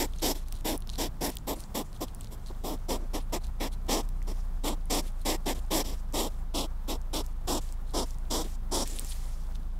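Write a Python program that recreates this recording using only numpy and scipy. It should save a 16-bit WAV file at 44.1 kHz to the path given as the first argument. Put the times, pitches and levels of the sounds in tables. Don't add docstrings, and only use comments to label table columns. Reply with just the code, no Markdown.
import sys
import numpy as np
from scipy import signal
from scipy.fft import rfft, irfft, next_fast_len
from scipy.io import wavfile

SR = 44100
rng = np.random.default_rng(int(sys.argv[2]) if len(sys.argv) > 2 else 0)


def persist_wave(psi):
    counts = np.round(np.clip(psi, -1, 1) * 32767).astype(np.int16)
    wavfile.write(sys.argv[1], SR, np.atleast_2d(counts).T)


N = 431738

# t/s, length/s, hiss peak/dB, fade by the end/dB, flutter level/dB
PUFFS = [(0.0, 0.069, -34.5, 7.5, -32.5), (0.216, 0.12, -34.5, 2.5, -32), (0.342, 0.051, -48, 4.5, -48.5),
         (0.643, 0.13, -34.5, 11, -33), (0.977, 0.11, -35, 10.5, -34), (1.206, 0.11, -36.5, 8, -33),
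         (1.467, 0.085, -39.5, 5.5, -33.5), (1.741, 0.093, -38.5, 8.5, -34),
         (2.003, 0.054, -42.5, 1.5, -35.5), (2.305, 0.059, -55, 1.5, -51.5),
         (2.498, 0.021, -58.5, 1.5, -37), (2.634, 0.13, -42, 7, -37), (2.882, 0.099, -38, 6.5, -34),
         (3.131, 0.071, -40, 5.5, -35.5), (3.321, 0.066, -36, 8, -32.5), (3.598, 0.093, -39.5, 5, -36),
         (3.881, 0.14, -33.5, 7.5, -31), (4.267, 0.071, -50, 1.5, -45.5), (4.634, 0.12, -35.5, 13.5, -34),
         (4.896, 0.12, -33.5, 3.5, -32.5), (5.248, 0.12, -33.5, 7, -32), (5.455, 0.084, -36, 3.5, -32.5),
         (5.703, 0.127, -32.5, 3, -31), (5.837, 0.12, -45.5, 5.5, -47.5), (6.132, 0.16, -33.5, 10, -33),
         (6.538, 0.13, -36.5, 10, -34.5), (6.875, 0.1, -39.5, 10.5, -36.5), (7.128, 0.1, -36, 6.5, -35.5),
         (7.47, 0.13, -33.5, 7, -33), (7.933, 0.12, -35, 7, -33.5), (8.3, 0.14, -33, 7, -34.5),
         (8.711, 0.14, -32.5, 5, -33.5)]
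# f/Hz, nominal width/Hz, level/dB
NOSE_MODES = [(1890, 800, 2.5), (3357, 1050, -2.5), (5444, 1340, -3), (7480, 1300, -5), (9760, 1700, -9.5),
              (11140, 890, -3), (12800, 1100, 0.5), (14200, 1700, -3)]
# t/s, carpet notch f/Hz, gain/dB of the first, the third and the top three nose modes
HEAD_POSITION = [(0, 1150, -8.5, 1.5, -7), (1.2, 1217, -9.5, 2.5, -7.5), (1.5, 1410, -8, 0.5, -4),
                 (2.65, 1500, -15, 0.5, -6.5), (3.3, 1491, -4.5, 1.5, -11), (3.9, 1504, -5.5, 1, -11.5),
                 (4.64, 1712, -13, -1.5, -13), (5.45, 1266, -6.5, 3, -9.5), (6.141, 1485, -13.5, 0, -10),
                 (6.55, 1632, -27, 0.5, -14), (6.9, 1590, -12.5, 2.5, -8), (7.48, 2094, -18.5, -1.5, -14),
                 (7.95, 2592, -19, 2, -16.5), (8.72, 2750, -26, 2, -15)]
# f/Hz, relative level/dB
RUSTLE_SPECTRUM = [(710, -32), (1200, 7), (1320, -3), (1750, 6.5), (2480, 5), (7570, 7.5), (13700, 2),
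                   (16000, -6)]
CHEST_HZ, CHEST_WIDTH_HZ = 257, 225
OVERHANG_S = .009


def from_db(db):
    return 10 ** (np.asarray(db) / 20)


def rms_one(x):
    return x / np.sqrt(np.mean(x ** 2) + 1e-20)


def in_time(rows):
    s, *columns = np.transpose(rows)
    return [np.interp(np.arange(N) / SR, s, c) for c in columns]


def drift(rate_hz):
    pole = np.exp(-80 * np.pi * rate_hz / SR)
    slow = signal.lfilter([1], [1, -2 * pole, pole * pole], rng.standard_normal(N // 40 + 2002))[2000:]
    return np.interp(np.arange(N) / 40, np.arange(len(slow)), rms_one(slow))


def coloured(spectrum):
    size = next_fast_len(N)
    hz, db = np.transpose(spectrum)
    bin_hz = np.arange(size // 2 + 1) * SR / size
    gain = from_db(np.interp(np.log(bin_hz + 1), np.log(hz), db))
    return rms_one(irfft(rfft(rng.standard_normal(size)) * gain, size)[:N])


def resonance(x, hz, width_hz):
    r = np.exp(-np.pi * width_hz / SR)
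    gain = (1 - r * r) / 2
    return signal.lfilter([gain, 0, -gain], [1, -2 * r * np.cos(2 * np.pi * hz / SR), r * r], x)


def swells(events, roundness):
    gain = np.zeros(N)
    for s, length, db in events:
        arch = np.hanning(round(length * SR)) ** roundness
        at = round(s * SR)
        gain[at:at + len(arch)] += from_db(db) * arch
    return gain


def spine_grains(per_s, spread_db):
    born = rng.random(N) < per_s / SR
    size = from_db(spread_db * np.minimum(rng.exponential(1, N), 4))
    return born * size * rng.choice([-1, 1], N)


def room_tone():
    # f/Hz, relative level/dB
    room_spectrum = [(18, -15.5), (40, 7.5), (80, -1.5), (200, -10), (310, -21.5), (480, -22.5), (800, -19),
                     (1250, -23), (1700, -30), (3000, -42)]
    hiss_spectrum = [(1000, 3), (3500, 10), (10000, -13), (15500, -24)]
    # t/s, level/dB
    rumble_course = [(0, -53.5), (1.5, -50), (2.4, -52), (3.5, -51.5), (8.2, -59), (9.79, -52)]
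    room = from_db(-46 + 1.3 * drift(17)) * coloured(room_spectrum)
    hiss = from_db(-72) * coloured(hiss_spectrum)
    rumble = rms_one(resonance(resonance(rng.standard_normal(N), 97, 127), 97, 127))
    return room + hiss + from_db(in_time(rumble_course)[0] + 3.3 * drift(1.34)) * rumble


def machine_throb():
    # t/s, f/Hz, first order level/dB, second order level/dB
    rotor = [(0.0, 27.68, -33.5, -43), (1.1, 27.38, -35.5, -45.5), (1.35, 22.4, -44, -42),
             (1.55, 21.6, -43.5, -40), (1.7, 24.94, -41, -55), (2.0, 26.56, -39.5, -46),
             (2.35, 26.16, -40.5, -51), (2.45, 27.04, -36.5, -44.5), (3.05, 28.36, -32, -42.5),
             (3.4, 28.62, -33.5, -42), (3.95, 29, -32.5, -47), (4.15, 30.6, -30, -43.5),
             (4.85, 27.79, -31.5, -46), (6.1, 26.82, -33, -42), (9.79, 27.4, -32.5, -43.5)]
    # multiple, level/dB against the first
    higher_orders = [(3, -25), (6, -30)]
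    hz, first_db, second_db = in_time(rotor)
    phase = 2 * np.pi * np.cumsum(hz * (1 + .0063 * drift(2.7))) / SR
    out = from_db(first_db + .11 * drift(4)) * np.sin(phase)
    out += from_db(second_db + 1.9 * drift(10)) * np.sin(2 * phase + .59)
    for multiple, db in higher_orders:
        out += from_db(first_db + db + 1.1 * drift(.74)) * np.sin(multiple * phase)
    return np.sqrt(2) * out


def stir_level():
    # t/s, level/dB
    resting_stir = [(0, -78), (2.7, -66.5), (3.3, -76), (4.6, -70), (5.7, -67), (7.05, -87), (8.25, -70),
                    (9.79, -127)]
    # t/s, length/s, level/dB
    breaths = [(0.06, 0.065, -58), (0.365, 0.082, -54.5), (1.307, 0.061, -49), (1.55, 0.12, -53),
               (1.839, 0.074, -60), (2.981, 0.11, -61), (3.197, 0.038, -57), (4.024, 0.04, -54.5),
               (4.33, 0.13, -57.5), (5.018, 0.096, -48.5), (5.543, 0.063, -46), (5.937, 0.079, -55),
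               (6.295, 0.12, -61.5), (7.23, 0.11, -56), (7.603, 0.15, -52), (8.049, 0.11, -50.5),
               (8.436, 0.13, -47.5)]
    rise_s, breath_fade_db, flinch_s = .01, 10.5, 8.848
    t = np.arange(N) / SR
    power = from_db(in_time(resting_stir)[0]) ** 2
    for s, length, db in breaths:
        at = slice(round(s * SR), round((s + length) * SR))
        age = t[at] - s
        edges = np.minimum(np.minimum(age, length - age) / rise_s, 1)
        power[at] += (edges * from_db(db - breath_fade_db * age / length)) ** 2
    age = np.maximum(t - flinch_s, 0)
    flinch_db = -46.5 - 12 * age - 31 * np.maximum(age - .29, 0)
    flinch = np.minimum(age / rise_s, 1) * from_db(flinch_db)
    return np.sqrt(power + flinch ** 2)


def rustle():
    level = stir_level()
    grains = spine_grains(per_s=70 * from_db(6.5 * drift(12)), spread_db=4.5)
    rings_hz = [3500, 4100, 4600, 5700, 8750, 11700]
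    ring_of = rng.integers(0, len(rings_hz), N)
    crackle = sum(resonance(grains * (ring_of == k) + 1e-18, hz, .2 * hz) * (4000 / hz) ** .7
                  for k, hz in enumerate(rings_hz))
    air = from_db(1.3 * drift(25)) * coloured(RUSTLE_SPECTRUM)
    nasal = sum(from_db(-15.5 + 10 * drift(9.2)) * resonance(air, hz, width_hz)
                for hz, width_hz, _ in NOSE_MODES[:5])
    return level * rms_one(air + nasal) + (from_db(-84) + .2 * level) * rms_one(crackle)


def body_shifts():
    # t/s, length/s, level/dB
    movements = [(0.093, 0.36, -55.5), (0.45, 0.051, -62), (0.494, 0.12, -58.5), (0.869, 0.12, -55.5),
                 (1.576, 0.063, -57), (1.935, 0.052, -58), (2.069, 0.05, -62), (2.181, 0.1, -60),
                 (2.454, 0.068, -57), (3.405, 0.086, -58), (3.71, 0.048, -58), (5.189, 0.053, -63),
                 (7.86, 0.084, -63), (9.096, 0.055, -48), (9.544, 0.029, -54.5)]
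    # f/Hz, width/Hz, relative level/dB
    rings = [(3500, 1100, 0.5), (4100, 450, 1.5), (6000, 1500, -5.5), (9200, 2500, 1)]
    grains = spine_grains(per_s=900 * from_db(5 * drift(40)), spread_db=3.2)
    ring_of = rng.integers(0, len(rings), N)
    crackle = sum(from_db(db) * rms_one(resonance(grains * (ring_of == k) + 1e-18, hz, width_hz))
                  for k, (hz, width_hz, db) in enumerate(rings))
    scuff = from_db(1.5) * rms_one(crackle) + from_db(-5.5) * coloured(RUSTLE_SPECTRUM)
    return swells(movements, roundness=.5) * scuff


def spine_ticks():
    # t/s, peak level/dB before the low cut, ring f/Hz, snap level/dB against the ring
    ticks = [(0.136, -35, 3500, -8), (0.186, -35.5, 6300, -11), (0.485, -34.5, 6000, 1),
             (0.525, -25.5, 8900, 1), (0.61, -33, 8300, 3), (0.7776, -26.5, 11000, -6),
             (0.8053, -34, 10140, 1), (0.8224, -35, 4100, -2), (0.874, -32, 5370, -1),
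             (0.8935, -27, 3750, -2), (0.9003, -25, 4060, -3), (0.9354, -37, 4100, 6),
             (0.9393, -33, 4040, -19), (0.957, -28, 3970, -1), (1.303, -24, 9010, 11),
             (1.3548, -30, 13680, -6), (1.3698, -30.5, 3300, -8), (1.37, -21, 9500, 12),
             (1.386, -36, 6940, -2), (1.6054, -31, 8900, 3), (1.639, -33.5, 4600, -5), (1.93, -35, 4200, 1),
             (2.0837, -37.5, 3280, -2), (2.1486, -30.5, 9780, 1), (2.21, -29, 5430, 10),
             (2.2455, -32, 5250, 0), (2.2724, -37, 4310, -2.5), (2.3355, -39, 8600, -8),
             (2.4623, -37, 4310, -3), (2.4707, -39, 4760, -6), (3.4387, -39, 4600, -10),
             (3.469, -35, 4190, 2), (3.868, -44, 5000, 9), (4.0901, -33.5, 5070, 10),
             (4.219, -38, 1900, -13), (4.227, -36, 6500, 13), (4.8568, -37, 10000, -2),
             (5.069, -39, 11550, 3), (5.2155, -39.5, 9490, 6), (6.1259, -35, 6560, 14),
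             (7.016, -39.5, 6510, 0), (7.2644, -31, 8370, 13), (7.7248, -33, 7960, 2),
             (8.108, -30, 6080, -2), (8.1856, -38, 8300, -2), (8.876, -23, 8800, -1),
             (8.988, -21.5, 3830, -0.5), (8.9956, -17.5, 8400, -1), (9.0478, -26, 7800, -4),
             (9.069, -31, 8260, 8), (9.1334, -31.5, 7490, 3)]
    out, t = np.zeros(N + 1000), np.arange(300) / SR
    slip_draws = rng.random((len(ticks), 4, 2))
    bursts = rng.standard_normal((len(ticks), len(t)))
    for (s, db, hz, snap_db), slips, burst in zip(ticks, slip_draws, bursts):
        decay_s = .00042 * from_db(-.6 * snap_db)
        ring = np.sin(2 * np.pi * hz * t) * np.exp(-t / decay_s) * np.minimum(t * hz, 1)
        snap = resonance(burst * t * np.exp(-t / .00015), hz, 1.1 * hz)
        tick = ring + from_db(snap_db) * rms_one(snap) * np.std(ring)
        tick *= from_db(db) / np.max(np.abs(tick))
        at = round((s - .0003) * SR)
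        out[at:at + len(t)] += tick
        for lag, size in slips:
            slip = at + round((.0031 * lag - .002) * SR)
            out[slip:slip + len(t)] += .19 * size * tick
    return signal.sosfilt(signal.butter(3, 2100, "high", fs=SR, output="sos"), out[:N])


def sighs():
    # t/s, length/s, level/dB
    low_breaths = [(1.553, 0.041, -47), (2.976, 0.085, -47), (5.015, 0.057, -51), (5.548, 0.046, -47),
                   (8.438, 0.036, -44), (8.857, 0.2, -51.5)]
    air = resonance(rng.standard_normal(N), CHEST_HZ, .71 * CHEST_WIDTH_HZ)
    air = rms_one(resonance(air, CHEST_HZ, 690))
    return swells(low_breaths, roundness=.054) * from_db(.6 * drift(35)) * air


def puff_controls():
    rise_s, fall_s, swell_db_per_s = .013, .029, 70
    gate, hiss_db, flutter_db = np.zeros(N), np.full(N, -60.), np.full(N, -60.)
    modes_db = np.zeros((len(NOSE_MODES), N))
    offsets_db = rng.normal(0, 1, (len(PUFFS), len(NOSE_MODES)))
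    for (s, length, peak, fade, flutter), own_db in zip(PUFFS, offsets_db):
        t = np.arange(round((length + OVERHANG_S) * SR)) / SR
        at = slice(round(s * SR), round(s * SR) + len(t))
        open_share = np.clip((length + OVERHANG_S - t) / fall_s, 0, 1)
        rise = np.clip(t / rise_s, 0, 1) if s > .01 else 1
        gate[at] = rise * open_share ** 2
        peak_s = .4104 * length
        fading = np.clip((t - peak_s) / max(length - fall_s - peak_s, .001), 0, 1)
        hiss_db[at] = peak - swell_db_per_s * np.maximum(peak_s - t, 0) - fade * fading
        flutter_db[at] = flutter + 1 + .5 * (hiss_db[at] - peak)
        modes_db[:, at] = own_db[:, None]
    return gate, hiss_db, flutter_db, modes_db


def nose_flutter(hiss_db, puffing):
    count, jitter = int(N / SR * 600), .22
    flap_hz = 310.1 * from_db(.12 * (hiss_db + 35))
    cycles = np.cumsum(flap_hz) / SR
    due = np.cumsum(np.clip(1 + jitter * rng.standard_normal(count), .4, 2))
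    at = np.searchsorted(cycles, due[due < cycles[-1]])
    flaps = np.zeros(N)
    flaps[at] = from_db(rng.standard_normal(count))[:len(at)]
    source = flaps / np.std(flaps[puffing]) + from_db(-6.5) * rng.standard_normal(N)
    band = np.vstack([signal.butter(2, 201, "high", fs=SR, output="sos"),
                      signal.butter(1, 560, fs=SR, output="sos"),
                      signal.cheby1(3, 1.5, 1068, fs=SR, output="sos")])
    flutter = signal.sosfilt(band, source)
    return flutter / np.std(flutter[puffing])


def nostril_hiss(offsets_db):
    # t/s, gain/dB of the second mode, gain/dB of the fourth and fifth
    nose_colour = [(0, -1, 0), (2.5, -1.5, 0), (3.9, -2, -1.5), (5, -2.5, 1), (6.15, -0.5, -0.3),
                   (6.8, 2, 0.5), (7.5, -2.5, -0.5), (8.8, -3.5, -1)]
    # f/Hz, width/Hz, share swallowed
    cavities = [(2900, 360, 0.12), (6300, 710, 0.48), (10850, 410, 0.4)]
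    _, first, third, top = in_time(HEAD_POSITION)
    second, upper = in_time(nose_colour)
    modes_db = offsets_db + np.array([first, second, third, upper, upper, top, top, top])
    hiss = 0
    for (hz, width_hz, db), own_db in zip(NOSE_MODES, modes_db):
        air = resonance(rng.standard_normal(N), hz, 1.35 * width_hz)
        air = rms_one(resonance(air, hz, 1.35 * width_hz))
        hiss += from_db(db + own_db + 1.2 * drift(11.8)) * air
    for hz, width_hz, share in cavities:
        hiss -= share * resonance(hiss, hz, width_hz)
    return hiss * from_db(drift(52))


def carpet_reflection(direct):
    out = direct.copy()
    times, notch_hz, *_ = np.transpose(HEAD_POSITION)
    for s, length, *_ in PUFFS:
        at = slice(round(s * SR), round((s + length + OVERHANG_S) * SR))
        out[at] -= .71 * resonance(direct[at], np.interp(s, times, notch_hz), width_hz=540)
    return out


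def puffs():
    gate, hiss_db, flutter_db, offsets_db = puff_controls()
    puffing = gate > .5
    flutter = nose_flutter(hiss_db, puffing)
    chest = resonance(flutter, CHEST_HZ, CHEST_WIDTH_HZ)
    chest_db = -13 + np.clip(-.6 * (hiss_db + 35.5), -3, 9)
    body = flutter + from_db(chest_db) * chest / np.std(chest[puffing])
    hiss = nostril_hiss(offsets_db) * (1 + .14 * np.roll(flutter, 5))
    return carpet_reflection(gate * (from_db(hiss_db) * hiss + from_db(flutter_db) * body))


def scene():
    mono = room_tone() + puffs() + sighs() + rustle() + body_shifts() + spine_ticks() + machine_throb()
    return np.array([mono, mono])


def record(dry):
    return signal.sosfilt(signal.ellip(10, .2, 60, 15720, fs=SR, output="sos"), dry)


dry = scene()
out = record(dry)
persist_wave(out)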